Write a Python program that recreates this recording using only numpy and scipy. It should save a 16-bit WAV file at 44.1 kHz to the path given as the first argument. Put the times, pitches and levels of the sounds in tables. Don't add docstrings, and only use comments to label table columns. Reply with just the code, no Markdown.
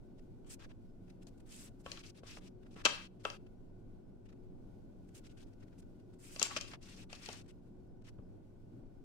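import sys
import numpy as np
from scipy import signal
from scipy.fft import rfft, irfft, next_fast_len
from scipy.io import wavfile
from scipy.ndimage import uniform_filter1d

SR = 44100
rng = np.random.default_rng(int(sys.argv[2]) if len(sys.argv) > 2 else 0)


def voltage_ratio(level):
    return 10 ** (np.asarray(level, float) / 20)


def persist_wave(psi):
    counts = np.round(np.clip(psi, -1, 1) * 32767).astype(np.int16)
    wavfile.write(sys.argv[1], SR, np.atleast_2d(counts).T)


N = 398663
GATE_EDGE_S = 0.01


def rms_one(x):
    return x / np.sqrt(np.mean(x ** 2) + 1e-20)


def at_hz(points, hz):
    table_hz, values = np.array(points).T
    return np.interp(np.log(hz), np.log(table_hz), values)


def drift(rate_hz):
    r = np.exp(-80 * np.pi * rate_hz / SR)
    warm_up = 2000
    noise = rng.standard_normal(N // 40 + warm_up + 2)
    slow = signal.lfilter([1], [1, -2 * r, r * r], noise)[warm_up:]
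    return np.interp(np.arange(N) / 40, np.arange(len(slow)), rms_one(slow))


def ring(clicks, hz, t60):
    r = voltage_ratio(-60 / (t60 * SR))
    w = 2 * np.pi * hz / SR
    return signal.lfilter([0, np.sin(w)], [1, -2 * r * np.cos(w), r * r], clicks + 1e-18)


def resonate(x, hz, width_hz):
    r = np.exp(-np.pi * width_hz / SR)
    w = 2 * np.pi * hz / SR
    return signal.lfilter([(1 - r * r) / 2, 0, (r * r - 1) / 2], [1, -2 * r * np.cos(w), r * r], x)


def pan(left_db):
    return voltage_ratio(np.multiply.outer([0.5, -0.5], left_db))


def crockery():
    # (frequency [Hz], level [dB], t60 [s])
    thud_modes = [(75, -11, .07), (140, -11, .05), (230, -6, .03), (330, -7, .025), (431, -4, .045),
                  (500, -4, .03), (570, 0, .035), (650, -3, .03)]
    knock_modes = [(770, -12.5, 0.058), (831.2, -12, .06), (974.3, -9, 0.061), (1131, -3.5, 0.09),
                   (1259.4, -3.5, 0.04), (1370, -2.5, 0.035), (1601, -5, 0.026)]
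    bowl_modes = [(1900, -8, .02), (2250, -5, .02), (2450, -5, .025), (2640, 0, .035), (2750, -3, .03),
                  (2920, -5, .025), (3117, -3, .03), (3295, -4, .02)]
    rim_modes = [(3700, -10, .008), (4000, -4, .009), (4500, 0, .008), (4870, -2, .007), (5470, -2, .007),
                 (5900, -2, .006), (6500, -2, .005), (7100, -2, .006), (7800, -8, .004), (8800, -13, .003),
                 (10500, -19, .002)]
    # (frequency [Hz], left-right [dB])
    toward_left = [(400, 2), (1000, 4.5), (2500, 3), (5000, 12), (8000, 6), (12000, 10)]
    # (time [s], peak level [dB], hardness [1
    # knock, 2 bowl, 3 rim], table thud [dB re peak])
    contacts = [(.193, -70, 2.1, 0), (.445, -59, 1.9, -20), (.623, -62, 1.4, -19), (0.64, -70, 1.6, -15),
                (.713, -68, 0.88, -15), (1.268, -54, 5.1, -4), (1.861, -47, 1.26, 1.5),
                (1.916, -42, 3.1, -16.5), (1.972, -52.5, 2.04, -15), (2.232, -58, 0.48, 5),
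                (2.369, -52.5, 1.26, -0.5), (2.762, -59, 0.77, 4.5), (2.849, -35.5, 2.2, -11.5),
                (2.852, -22, 2.4, -13), (2.858, -24, 2.1, -20), (2.863, -28.5, 1.34, -14),
                (3.25, -33, 1.26, -1.5), (3.3, -45.5, 2.23, -18), (3.464, -72, 1.55, 5.5),
                (6.36, -48.5, 2.5, -6), (6.395, -35.5, 8, -38), (6.415, -34, 2.15, -5),
               (6.427, -23.5, 4, -22), (6.461, -51, 1.6, -18), (6.496, -61, 1.5, -8), (6.51, -44, 0.4, -22),
               (6.563, -35.5, 2.1, -10.5), (6.568, -38, 5, -11), (6.572, -35.5, 3, -24),
               (6.61, -40.5, 3, -21), (6.734, -52.5, 1.9, -4.5), (7.128, -48, 2.5, -10),
               (7.259, -46, 3.2, -23), (7.287, -47.5, 2.5, 3.5), (7.328, -46, 4.5, -20),
               (8.185, -45.5, -0.6, 2)]
    misfit_loss_db = 4.5
    tilt_db_per_octave = 4.5
    chatter_s = 0.002
    hit_top_hz = 12000
    right_delay = 5

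    times_s, peak_db, hardness, thud_db = np.transpose(contacts)
    misfit_db = misfit_loss_db * np.subtract.outer([1, 2, 3], hardness) ** 2
    knock_db, bowl_db, rim_db = misfit_db.min(axis=0) - misfit_db
    bodies = [(1, thud_modes, thud_db), (1, knock_modes, knock_db), (2, bowl_modes, bowl_db), (3, rim_modes, rim_db)]

    after = np.arange(400)
    chatter_shape = (1 - np.exp(-after / 12)) * np.exp(-after / (chatter_s * SR)) / np.sqrt(chatter_s * SR)
    sounds = np.zeros((2, len(times_s), 3800))
    for step, modes, body_db in bodies:
        body = 0
        middle_hz = modes[len(modes) // 2][0]
        for hz, mode_db, t60 in modes:
            alike = np.clip(700 / hz, 0, 1)
            both, left, right = rng.standard_normal((len(times_s), 3, len(after))).transpose(1, 0, 2)
            push = (alike * both + (1 - alike) * np.array([left, right])) * chatter_shape
            drive = np.abs(push @ np.exp(2j * np.pi * hz * after / SR))[..., None]
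            force = np.zeros(sounds.shape)
            force[..., after] = push / (drive + 0.1) ** 0.96
            tilt_db = tilt_db_per_octave * np.clip(hardness - step, -1, 1) * np.log2(hz / middle_hz)
            hit_gain = voltage_ratio(peak_db + body_db + mode_db + tilt_db + 3.0)[:, None]
            body = body + ring(force, hz, t60) * hit_gain * pan(at_hz(toward_left, hz))[:, None, None]
        no_bass = signal.butter(2, 0.7 * modes[0][0], "high", fs=SR, output="sos")
        sounds += signal.sosfilt(no_bass, body)

    out = np.zeros((2, N))
    starts = ((times_s + 0.00061) * SR).astype(int)
    for k, start in enumerate(starts):
        out[:, start:start + sounds.shape[2]] += sounds[:, k]
    out[1] = np.roll(out[1], right_delay)
    return signal.sosfilt(signal.butter(2, hit_top_hz, fs=SR, output="sos"), out)


def strokes():
    # (time [s], length [s], starting level [dB], swell by the end [dB])
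    shakes = [
        (.461, 0.043, -81, 3),
        (.497, 0.057, -60, -8.5),
        (1.268, 0.027, -70.5, -7.5),
        (1.457, .235, -65.5, 0.5),
        (5.142, .058, -63.5, -9),
        (5.778, 0.03, -76.5, 2.5),
        (6.188, .21, -66.5, 3),
    ]
    # (time [s], length [s], starting level [dB], swell by the end [dB])
    scrapes = [(1.855, 0.056, -62.5, 3.5), (1.9, 0.12, -59, -4.5), (2.032, 0.079, -61.5, -6),
               (2.146, 0.053, -76.5, 15), (2.23, .05, -82, 25.5), (2.275, 0.12, -57, -8.5),
               (2.408, .079, -78.5, 19), (2.708, 0.042, -78, 10.5), (3.235, .139, -57.5, -8),
               (5.236, 0.04, -77, 17), (5.293, 0.037, -74.5, .1), (5.368, 0.073, -71, 3.5),
               (6.393, 0.083, -51, 5), (6.515, 0.041, -52.5, -4), (6.6, 0.084, -53.5, -19),
               (6.68, 0.039, -55.5, -8), (6.81, 0.13, -69, 9.5), (6.93, .06, -69.5, 2),
               (6.97, 0.076, -62, -0.5), (7.095, 0.072, -62, 1.5), (7.165, 0.085, -71.5, 12.5),
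               (7.215, 0.13, -58, 3), (7.305, 0.12, -59.5, -5.5), (7.478, .038, -71.5, 4.5),
               (8.042, .056, -73, 11.5)]
    # (time [s], length [s], starting level [dB], swell by the end [dB])
    rocking = [
        (.592, 0.067, -69.5, 4),
        (.69, .032, -78, 9),
        (2.758, 0.066, -66, 4.5),
        (2.839, 0.11, -64.5, 13),
        (2.88, .198, -52.5, -16.5),
        (6.478, 0.04, -62.5, 7.5),
        (6.56, 0.035, -49, -8),
        (6.72, .042, -55.5, -12.5),
    ]
    # (time [s], length [s], level [dB], brightness [dB])
    patters = [(0.18, 0.019, -78, -4), (1.077, 0.0076, -77, -8), (1.097, 0.012, -69, -1),
               (1.124, .006, -87, .1), (1.218, .019, -75, 5), (1.378, 0.0087, -75.5, 7),
               (1.399, 0.012, -73, 5), (1.796, .025, -83.5, 13), (1.843, 0.0082, -70, 5),
               (2.628, .011, -76.5, -6), (2.663, 0.0091, -76, -21), (3.197, 0.031, -75.5, -2),
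               (3.464, 0.011, -77, -2), (4.253, 0.021, -76, -2), (4.286, 0.023, -75.5, -5.5),
               (4.324, 0.012, -77, -4.5), (5.086, 0.011, -78, 5.5), (5.466, 0.03, -82, .1),
               (5.532, .006, -71, -4.5), (5.6, 0.016, -77.5, -4), (5.621, 0.021, -72, -13),
               (5.679, 0.0085, -74.5, -4), (5.728, .007, -73, -15), (5.82, .013, -76, -6),
               (5.998, 0.0065, -73, -1), (6.133, 0.016, -78, 0), (7.442, .006, -79, -5.5),
               (7.458, 0.011, -76, -11), (8.018, 0.0088, -77, -2)]
    shake_tone = (-6.5, 4.3, 0.28)
    scrape_tone = (-7, -9, 0.12)
    rocking_tone = (2.7, -12.5, 0.05)
    patter_dull_db, patter_bright_db, patter_attack = -1.1, -5, 0.05
    dull_loss = 0.51

    rows = []
    for table, tone in (shakes, shake_tone), (scrapes, scrape_tone), (rocking, rocking_tone):
        rows += [(*row, *tone) for row in table]
    for start_s, length_s, db, brightness_db in patters:
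        dull_db = patter_dull_db - dull_loss * brightness_db
        bright_db = patter_bright_db + brightness_db
        rows.append((start_s, length_s, db, 0, dull_db, bright_db, patter_attack))
    return rows


def stroke_levels():
    # (dull [dB], body [dB], bright [dB])
    between_db = [-78, -83, -85.5]
    attack_db = -18.5
    release_db, release_share = -5.5, 0.21
    edge = int(GATE_EDGE_S * SR)

    levels = np.outer(between_db, np.ones(N))
    for start_s, length_s, db, swell_db, dull_db, bright_db, attack_share in strokes():
        a = int(start_s * SR) - edge
        b = int((start_s + length_s) * SR) + edge
        done = np.linspace(0, 1, b - a)
        shape_db = db + swell_db * done
        shape_db += attack_db * np.maximum(1 - done / attack_share, 0)
        shape_db += release_db * np.maximum(1 - (1 - done) / release_share, 0)
        parts_db = np.add.outer([dull_db, 0, bright_db], shape_db)
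        levels[:, a:b] = np.maximum(levels[:, a:b], parts_db)
    return uniform_filter1d(levels, edge, axis=1)


def rustle():
    # (frequency [Hz], width [Hz], level [dB])
    dull_colour = [(985, 1300, 3), (1432, 670, 0)]
    body_colour = [(2223, 1100, -1.9), (2597, 610, 0.9), (3390, 1400, -2), (5010, 2400, -1.6)]
    bright_colour = [(6290, 5400, 1.5), (8060, 2000, 6), (11500, 8400, -10.5), (14300, 3000, -19)]
    grains_per_s, grain_spread_db = 4700, 2.5

    dull_db, body_db, bright_db = stroke_levels()
    sizes = voltage_ratio(grain_spread_db * np.minimum(rng.exponential(1, (2, N)), 5)) * rng.choice([-1, 1], (2, N))
    present = rng.random((2, N)) < grains_per_s / SR
    grains = sizes * present * voltage_ratio(2.6 * drift(41))

    out = 0
    parts = [(dull_colour, dull_db, 1.0), (body_colour, body_db, 4), (bright_colour, bright_db, -1.5)]
    for colour, level_db, left_db in parts:
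        tone = 0
        for hz, width_hz, db in colour:
            own_grains = np.roll(grains, int(hz), axis=1)
            coloured = resonate(resonate(own_grains, hz, width_hz), hz, 2 * width_hz)
            tone = tone + voltage_ratio(db + 1.8 * drift(18)) * coloured
        out = out + rms_one(tone) * voltage_ratio(level_db + 1.5) * pan(left_db)[:, None]
    return out


def kitchen(x):
    # (frequency [Hz], t60 [s])
    room_t60 = [(200, 0.092), (530, 0.4), (1390, 0.4), (3680, 0.47), (9700, 0.18)]
    room_left_db = 4

    t = np.arange(SR // 2) / SR
    tail = 0
    for low_hz in 150 * 2 ** np.arange(7.):
        band = signal.butter(2, [low_hz, 2 * low_hz], "band", fs=SR, output="sos")
        dying = voltage_ratio(-60 * t / at_hz(room_t60, 1.4 * low_hz))
        tail = tail + signal.sosfilt(band, rng.standard_normal((2, len(t)))) * dying
    tail *= 1 - np.exp(-t / 0.0033)
    tail *= pan(room_left_db)[:, None] / np.sqrt(np.sum(tail ** 2) / 2)
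    return signal.fftconvolve(x.mean(axis=0)[None], tail, axes=1)[:, :N]


def gate(x):
    shut_db, crossover_hz = -16.5, 500
    opened = np.zeros(N)
    for start_s, length_s, *_ in strokes():
        opened[int(start_s * SR):int((start_s + length_s) * SR)] = 1
    opened = uniform_filter1d(opened, max(int(GATE_EDGE_S * SR), 1))
    low = signal.sosfilt(signal.butter(3, crossover_hz, fs=SR, output="sos"), x)
    return low + (x - low) * voltage_ratio(shut_db * (1 - opened))


def hum():
    # (frequency [Hz], level [dB per Hz])
    air_colour = [(8.8, -28), (15, 3), (75, -13.5), (112, -7), (150, -12.5), (262, -11), (330, -14.5),
                  (361, -13.5), (394, -18), (705, -27.5), (1000, -36.5), (1510, -48), (2080, -49.5),
                  (5130, -54.5), (16000, -64.5)]
    # (frequency [Hz], width [Hz], level [dB])
    motor_tones = [(102, 14, -74), (184.1, 14, -70.5), (366, 5, -71.5), (1467, 180, -89.5)]
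    # (frequency [Hz], likeness [1 = same])
    likeness = [(60, -0.67), (130, 0.99), (290, 0.89), (640, -0.76), (1410, 0.56), (3100, -1.7),
                (6820, -0.55), (15000, -0.02)]
    # (frequency [Hz], left-right [dB])
    sideways = [(60, 0), (110, 0.5), (200, 0.5), (380, 5.5), (700, -3.5), (1290, 1.5), (2380, 4),
                (4400, 0.5), (8120, -1), (15000, -1)]
    # (time [s], level [dB re steady])
    leak = [(0, 0.5), (1.002, 1), (1.8, 1.5), (2.599, 0), (3.499, -1), (4.5, -1.5), (5.2, 3), (6.1, 0.5),
            (7.5, -0.5), (8.2, -2.5), (9.04, 0.5)]
    air_db = -54.5

    size = next_fast_len(N)
    hz = np.maximum(np.fft.rfftfreq(size, 1 / SR), 1)
    mid, side = rfft(rng.standard_normal((2, size)))
    alike = np.clip(at_hz(likeness, hz), 0, 1)
    pair = np.sqrt(1 + alike) * mid + np.sqrt(1 - alike) * side * [[1], [-1]]
    pair = pair * pan(at_hz(sideways, hz))
    air = voltage_ratio(air_db) * rms_one(irfft(pair * voltage_ratio(at_hz(air_colour, hz)))[:, :N])
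    hiss = signal.sosfilt(signal.butter(2, 1300, "high", fs=SR, output="sos"), air)
    leak_db = np.interp(np.arange(N) / SR, *np.transpose(leak)) + 1.2 * drift(12)
    out = air * voltage_ratio(0.7 * drift(3.7)) + hiss * (voltage_ratio(leak_db) - 1)

    white = irfft(pair)[:, :N]
    for tone_hz, width_hz, db in motor_tones:
        tone = rms_one(resonate(resonate(white, tone_hz, width_hz), tone_hz, width_hz))
        out += voltage_ratio(db + 0.51 * drift(4.7) + leak_db * (tone_hz > 1000)) * tone
    return out


def fan():
    # (first time [s], frequency [Hz], level [dB], t60 [s])
    ticks = [
        (.185, 5141, -91, .3),
        (.065, 5766, -95, .25),
        (.265, 5766, -95, .25),
        (.1, 4460, -99, .9),
    ]
    turn_s = 0.35
    out = np.zeros(N)
    for first_s, hz, db, t60 in ticks:
        at = (np.arange(first_s, N / SR, turn_s) * SR).astype(int)
        clicks = np.zeros(N)
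        clicks[at] = voltage_ratio(db + rng.normal(0, 1.5, len(at)))
        out += ring(clicks, hz, t60)
    return out


def scene():
    room_db = -9
    hits = crockery()
    table_sounds = hits + voltage_ratio(room_db) * kitchen(hits) + rustle()
    return gate(table_sounds) + hum() + fan()


def band_limit(x):
    return signal.sosfilt(signal.butter(12, 16460, fs=SR, output="sos"), x)


def record(dry):
    low_pass = signal.cheby2(14, 50, 16300, fs=SR, output="sos")
    mix = signal.sosfilt(low_pass, dry)
    return band_limit(mix)


dry = scene()
out = record(dry)
persist_wave(out)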